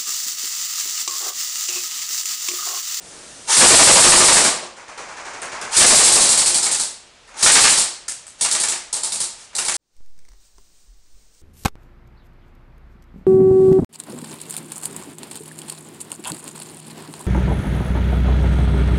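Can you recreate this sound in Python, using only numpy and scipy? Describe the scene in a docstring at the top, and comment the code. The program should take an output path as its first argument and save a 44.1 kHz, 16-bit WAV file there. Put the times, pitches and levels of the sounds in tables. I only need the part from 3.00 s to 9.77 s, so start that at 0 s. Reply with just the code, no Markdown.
"""Airsoft bursts in a bare garage

A rifle fires about twelve shots a second at a cardboard target: each a bright gas crack and a thump
of the action. Pellets slap the boxes; shots, clacks and impacts add sharp ticks. Gas hisses ahead of
the long bursts, the concrete room rings on, and the loudest bursts overload the microphone."""
import sys
import numpy as np
from scipy import signal
from scipy.fft import rfft, irfft
from scipy.io import wavfile

SR = 44100
rng = np.random.default_rng(int(sys.argv[2]) if len(sys.argv) > 2 else 0)


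def wrap_up_sound(samples):
    """Save the sound to the file named by the first command line argument, as 16-bit audio."""
    columns = np.atleast_2d(samples).T
    # keep every value between -1 and 1, then stretch to whole-number steps
    tamed = np.clip(columns, -1, 1)
    steps = np.round(tamed * 32767).astype(np.int16)
    wavfile.write(sys.argv[1], SR, steps)


N = 298447
TIME_S = np.arange(N) / SR

# rushes of hiss: escaping gas, and one soft scuff near 6.4 s
# (start [s], end [s], rise [s], hiss [dB], drive of the hollow [dB])
HISS_RUSHES = [(0, 0.477, 0.00086, -41.5, -59), (0.464, 0.558, 0.037, -10.5, -18),
               (2.696, 2.776, 0.051, -13.5, -22.5), (4.349, 4.415, 0.058, -20, -32.5),
               (5.372, 5.406, 0.025, -34.5, -50), (6.36, 6.425, 0.024, -41, -70)]


def firing(spin_up=0.28, fade_power=1.14):
    """Per pull, rows (time [s], crack [dB], thump [dB]): the action speeds up while the cracks fade."""
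    # trigger pulls: (first shot [s], last shot [s], shots, spin-up loss [s], first crack [dB],
    # total fade [dB], thump re crack [dB])
    bursts = [(.568, 1.326, 10, 0.019, 4, 10, -14), (1.372, 1.439, 2, 0, -11.5, 0, -12.5),
              (2.767, 3.797, 13, 0.017, 0, 17, -16.5), (4.426, 4.774, 5, 0.01, -3.5, 7, -17.5),
              (5.410, 5.684, 4, .025, -13.5, 5, -17.5), (5.928, 6.202, 4, 0.034, -19, 1, -17.5),
              (6.551, 6.740, 3, 0.014, -21, .4, -20)]
    pulls = []
    for first_s, last_s, count, lost_s, first_db, fade_db, thump_db in bursts:
        k = np.arange(round(count))
        progress = k / k[-1]
        late_s = lost_s * (1 - spin_up ** k)
        times_s = first_s + late_s + progress * (last_s - first_s - late_s[-1])
        crack_db = first_db - fade_db * progress ** fade_power
        pulls.append(np.column_stack([times_s, crack_db, crack_db + thump_db]))
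    return pulls


def shots():
    """Gas cracks out of the muzzle while the action thumps the hollow body."""
    # spectra: (frequency [Hz], gain [dB])
    crack_eq = [(150, -29), (700, -12.5), (1500, -19.5), (3000, -14), (4300, -4), (6200, -5.5), (7700, 1),
                (9400, 0), (10300, -5), (11000, -16), (12200, -6.5)]
    thump_eq = [(30, -2.5), (60, -14.5), (120, -3.5), (220, -3), (350, -2.5), (600, -4.5), (1000, -0.5),
                (1500, -0.5), (3000, -2.5), (8000, -7.5)]
    # rifle body resonances, and a room mode near 354 Hz: (frequency [Hz], width [Hz], boost [dB])
    body_modes = [(216, 31, 6.5), (353.7, 11, 14), (844, 63, 6)]
    times_s, crack_db, thump_db = np.vstack(firing()).T
    crack = blows(times_s, crack_db, snap_s=0.00072, tail_s=0.018, tail_db=-27.5, rise_s=0.0026)
    thump = blows(times_s, thump_db, snap_s=0.0031, tail_s=0.032, tail_db=-11.5)
    return (colour(garage(crack, diffuse_db=1.5), crack_eq)
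            + colour(garage(thump, diffuse_db=2.5), thump_eq, body_modes))


def landings():
    """Rows (time [s], slap [dB], boom [dB]): a pellet lands one flight time after its shot."""
    # hits per pull: (count, flight [s], first slap [dB], fade per hit [dB], boom re slap [dB])
    volleys = [(10, .039, -3.5, 1.1, -5), (1, .075, -17.5, 0, -4.5), (12, .040, -12, 2.5, -8),
               (3, 0.033, -7.5, 0.7, -20), (4, .036, -22.5, 1.7, -17.5), (3, 0.038, -38, 11, -5.5),
               (2, .032, -25.5, -1.5, -13.5)]
    hits = []
    for pull, (count, flight_s, first_db, fade_db, boom_db) in zip(firing(), volleys):
        for k, shot_s in enumerate(pull[:round(count), 0]):
            slap_db = first_db - fade_db * k
            hits.append((shot_s + flight_s, slap_db, slap_db + boom_db))
    return hits


def target():
    """Pellets slap the cardboard and the box booms behind it."""
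    # square hits and rebounds: (time [s], slap [dB], boom [dB])
    hard_hits = [(1.623, -37, -36), (2.809, -13, -24), (2.905, -23, -20), (3.156, -25, -21.5),
                 (3.663, -24.5, -40.5)]
    # spectra: (frequency [Hz], gain [dB])
    slap_eq = [(100, -20.5), (400, -15.5), (800, -2), (1300, -1), (2200, 1.5), (3300, -2), (6000, -1),
               (9000, -2), (12000, -26.5)]
    boom_eq = [(30, -21), (70, -20.5), (140, -8.5), (230, -1.5), (330, -6), (550, 1.5), (1100, 0.5),
               (1500, -10.5), (2500, -29), (8000, -73)]
    # box cavity resonances, and the room mode near 355 Hz: (frequency [Hz], width [Hz], boost [dB])
    box_modes = [(237, 14.4, 0.5), (354.7, 11, 12), (292, 16, 4), (497, 28, 3.5), (595, 28, 0),
                 (648, 49, 1.5), (1161, 72, 3.5)]
    times_s, slap_db, boom_db = np.transpose(landings() + hard_hits)
    slap = blows(times_s, slap_db, snap_s=0.0046, tail_s=0.0071, tail_db=-25, rise_s=0.0021)
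    boom = blows(times_s, boom_db, snap_s=0.009, tail_s=0.026, tail_db=-20.5)
    return (colour(garage(slap, diffuse_db=-1.5), slap_eq, box_modes)
            + colour(garage(boom, diffuse_db=1.5), boom_eq, box_modes))


def hisses(swell_power=1.46):
    """Gas jets and one soft scuff swell, hold and stop; the strong jets lead into a burst."""
    # hiss spectrum: (frequency [Hz], gain [dB])
    hiss_eq = [(100, -48), (400, -13), (700, -13), (1300, -2.5), (2600, -6), (4300, -2.5), (6200, 0.5),
               (8000, 0.5), (9500, 0), (11000, -10.5), (12200, -16)]
    swell = sum(undb(db) * np.clip((TIME_S - start_s) / rise_s, 0, 1) ** swell_power * (TIME_S < end_s)
                for start_s, end_s, rise_s, db, _ in HISS_RUSHES)
    return colour(garage(swell * rng.standard_normal(N), diffuse_db=3), hiss_eq)


def weak_cycles(spit_db=-7.5):
    """The action clatters dully with only a small spit of gas."""
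    # weak cycles: (time [s], clack [dB])
    cycles = [(.114, -48), (.228, -51), (1.764, -38.5), (1.879, -37), (1.974, -31), (2.084, -35),
              (2.166, -33.5), (2.250, -31.5), (2.331, -33), (2.417, -29), (2.516, -29), (2.611, -27.5),
              (4.275, -44.5), (4.340, -39.5), (6.529, -43)]
    # spectra: (frequency [Hz], gain [dB])
    clack_eq = [(60, -19), (200, -11), (450, -3.5), (900, 1.5), (1500, -0.5), (2400, -4.5), (3500, -18),
                (7000, -14), (12000, -47)]
    spit_eq = [(100, -31), (500, -38), (1300, -12), (3200, -2), (4600, -2), (6200, 1.5), (8000, -2),
               (9800, -6), (11000, -17), (12200, -23)]
    times_s, clack_db = np.transpose(cycles)
    clack = blows(times_s, clack_db, snap_s=0.0082, tail_s=0.12, tail_db=-13)
    spit = blows(times_s, clack_db + spit_db, snap_s=0.003, tail_s=0.065, tail_db=-11, rise_s=0.002)
    return colour(garage(clack, diffuse_db=9), clack_eq) + colour(garage(spit, diffuse_db=-1.5), spit_eq)


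def hollow(knock_db=-37, follow=0.3, whistle_hz=912, whistle_db=-25, hiss_db=-6):
    """The rifle's hollow whistles early in each rush and is knocked by each shot of a burst."""
    # cavity spectrum: (frequency [Hz], gain [dB])
    cavity_eq = [(300, -36), (720, -26), (850, -12), (915, -8.5), (1000, -23.5), (1170, -17), (3000, -61)]
    # its sharp resonance: (frequency [Hz], width [Hz], boost [dB])
    cavity_modes = [(900, 35, 4)]
    delay_s, width_s = 0.031, 0.017
    times_s, crack_db, _ = np.vstack(firing()).T
    levels_db = knock_db + follow * crack_db
    knocks = blows(times_s, levels_db, snap_s=0.011, tail_s=0.03, tail_db=-5, rise_s=0.0042)
    puffs = sum(undb(db) * np.exp(-((TIME_S - start_s - delay_s) / width_s) ** 2)
                for start_s, *_, db in HISS_RUSHES)
    whistle = undb(whistle_db) * np.sin(2 * np.pi * whistle_hz * TIME_S)
    hiss = undb(hiss_db) * rng.standard_normal(N)
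    return colour(garage(puffs * (whistle + hiss) + knocks, diffuse_db=1), cavity_eq, cavity_modes)


def ticks():
    """Short, bright ticks: sharp edges of shots and action clacks, and pellet impacts."""
    # ticks: (time [s], level [dB])
    tick_events = [(1.98, -45), (2.418, -35), (2.613, -35.5), (3.748, -25), (4.274, -55), (5.081, -26.5),
                   (5.084, -25.5), (5.267, -38), (5.636, -24), (5.686, -23), (6.202, -23.5), (6.583, -20.5),
                   (6.683, -20.5)]
    # tick spectrum: (frequency [Hz], gain [dB])
    tick_eq = [(300, -26), (1200, -17), (3500, -15), (6000, -8), (8200, -3), (9800, -5.5), (11000, -15),
               (12200, -13.5)]
    times_s, levels_db = np.transpose(tick_events)
    snaps = blows(times_s, levels_db, snap_s=0.00046, tail_s=0.0034, tail_db=-45)
    return colour(garage(snaps, diffuse_db=-1), tick_eq)


def garage(x, diffuse_db, build_s=0.011, size=65536):
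    """Direct sound, hard reflections, then a diffuse ring: noise fed by the source's power."""
    # floor, door and wall reflections: (delay [s], level re direct [dB])
    echoes = [(.0022, 4.5), (.0072, -3), (0.0134, 2.5), (0.0208, -5), (.0325, -7), (.039, -1)]
    # room decay; air and walls absorb treble sooner: (frequency [Hz], T60 [s])
    decays = [(100, 0.39), (400, 0.53), (1000, 0.57), (3000, 0.55), (6000, 0.45), (11000, 0.29)]
    early = x.copy()
    for delay_s, db in echoes:
        lag = int(delay_s * SR)
        early[lag:] += undb(db) * x[:N - lag]
    early /= np.sqrt(1 + sum(undb(db) ** 2 for _, db in echoes))
    arriving = leak(x ** 2, build_s)
    hz = np.fft.rfftfreq(size, 1 / SR)
    noise = rfft(rng.standard_normal(size))
    ring = 0
    for band_hz, t60_s in decays:
        share = on_log_axis(hz, [(f, f == band_hz) for f, _ in decays])
        band = np.resize(irfft(noise * share), N)
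        ring += band * np.sqrt(leak(arriving, t60_s / np.log(1e6)))
    return (early + undb(diffuse_db) * ring) / np.hypot(1, undb(diffuse_db))


def rumble(end_s=0.65, level_db=-49):
    """A faint low rumble that ends under the first burst."""
    # rumble spectrum: (frequency [Hz], gain [dB])
    rumble_eq = [(40, -13), (100, -6), (200, -4.5), (420, -4), (700, -4.5), (1500, -27)]
    return undb(level_db) * colour((TIME_S < end_s) * rng.standard_normal(N), rumble_eq)


def room_noise(level_db=-50.5):
    """Faint, steady noise of the room."""
    # noise spectrum: (frequency [Hz], gain [dB])
    air_eq = [(15, -32), (25, -3), (262, -14.5), (555, -9.5), (2020, -13), (2680, -11), (8150, -19.5),
              (12000, -31), (15600, -69.5), (22000, -120)]
    return undb(level_db) * colour(rng.standard_normal(N), air_eq)


def blows(times_s, levels_db, snap_s, tail_s, tail_db, rise_s=0.00036, size=6000):
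    """A noise snap and a weaker rattling tail at each time; levels are rms over 50 ms."""
    t = np.arange(size) / SR
    decay = np.exp(-t / snap_s) + undb(tail_db) * np.exp(-t / tail_s)
    attack = 1 - np.exp(-t / rise_s)
    snaps = rng.standard_normal((len(times_s), size)) * decay * attack
    out = np.zeros(N + size)
    for start_s, db, snap in zip(times_s, levels_db, snaps):
        i = int(start_s * SR)
        out[i:i + size] += snap * undb(db) * np.sqrt(SR / 20) / np.linalg.norm(snap)
    return out[:N]


def colour(x, points, modes=(), size=8192):
    """Minimum-phase, unit-energy filter from a spectrum and resonances."""
    hz = np.arange(size // 2 + 1) * SR / size
    gain = undb(on_log_axis(hz, points))
    for centre_hz, width_hz, db in modes:
        gain *= 1 + (undb(db) - 1) / (1 + (2 * (hz - centre_hz) / width_hz) ** 2)
    cepstrum = irfft(np.log(gain))
    cepstrum[1:size // 2] *= 2
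    cepstrum[size // 2 + 1:] = 0
    response = irfft(np.exp(rfft(cepstrum)))
    return signal.fftconvolve(x, response / np.linalg.norm(response))[:N]


def leak(power, decay_s):
    """Stored energy leaking away exponentially."""
    keep = np.exp(-1 / (decay_s * SR))
    return signal.lfilter([1 - keep], [1, -keep], power + 1e-18)


def on_log_axis(hz, points):
    """Interpolate (frequency [Hz], value) points over log frequency."""
    points_hz, values = np.transpose(points)
    return np.interp(np.log(np.maximum(hz, 1)), np.log(points_hz), values)


def undb(db):
    """Decibels to gain."""
    return 10 ** (np.asarray(db) / 20)


def scene():
    """Rifle, target and pellets in the garage, over room noise; mono."""
    return (room_noise() + shots() + weak_cycles() + hisses() + hollow() + target()
            + ticks() + rumble())[None]


def record(dry):
    """The microphone input clips hard; the top is then rolled off and cut."""
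    clip_level, rolloff_hz, cutoff_hz = 0.48, 11000, 12200
    oversampled = signal.resample_poly(dry, 2, 1, axis=1)
    clipped = signal.resample_poly(np.clip(oversampled, -clip_level, clip_level), 1, 2, axis=1)
    rolled = signal.sosfiltfilt(signal.butter(6, rolloff_hz, fs=SR, output="sos"), clipped)
    steep_fir = signal.firwin(301, cutoff_hz, window=("kaiser", 7), fs=SR)
    return signal.fftconvolve(rolled, steep_fir[None], mode="same")


dry = scene()
out = record(dry)
wrap_up_sound(out)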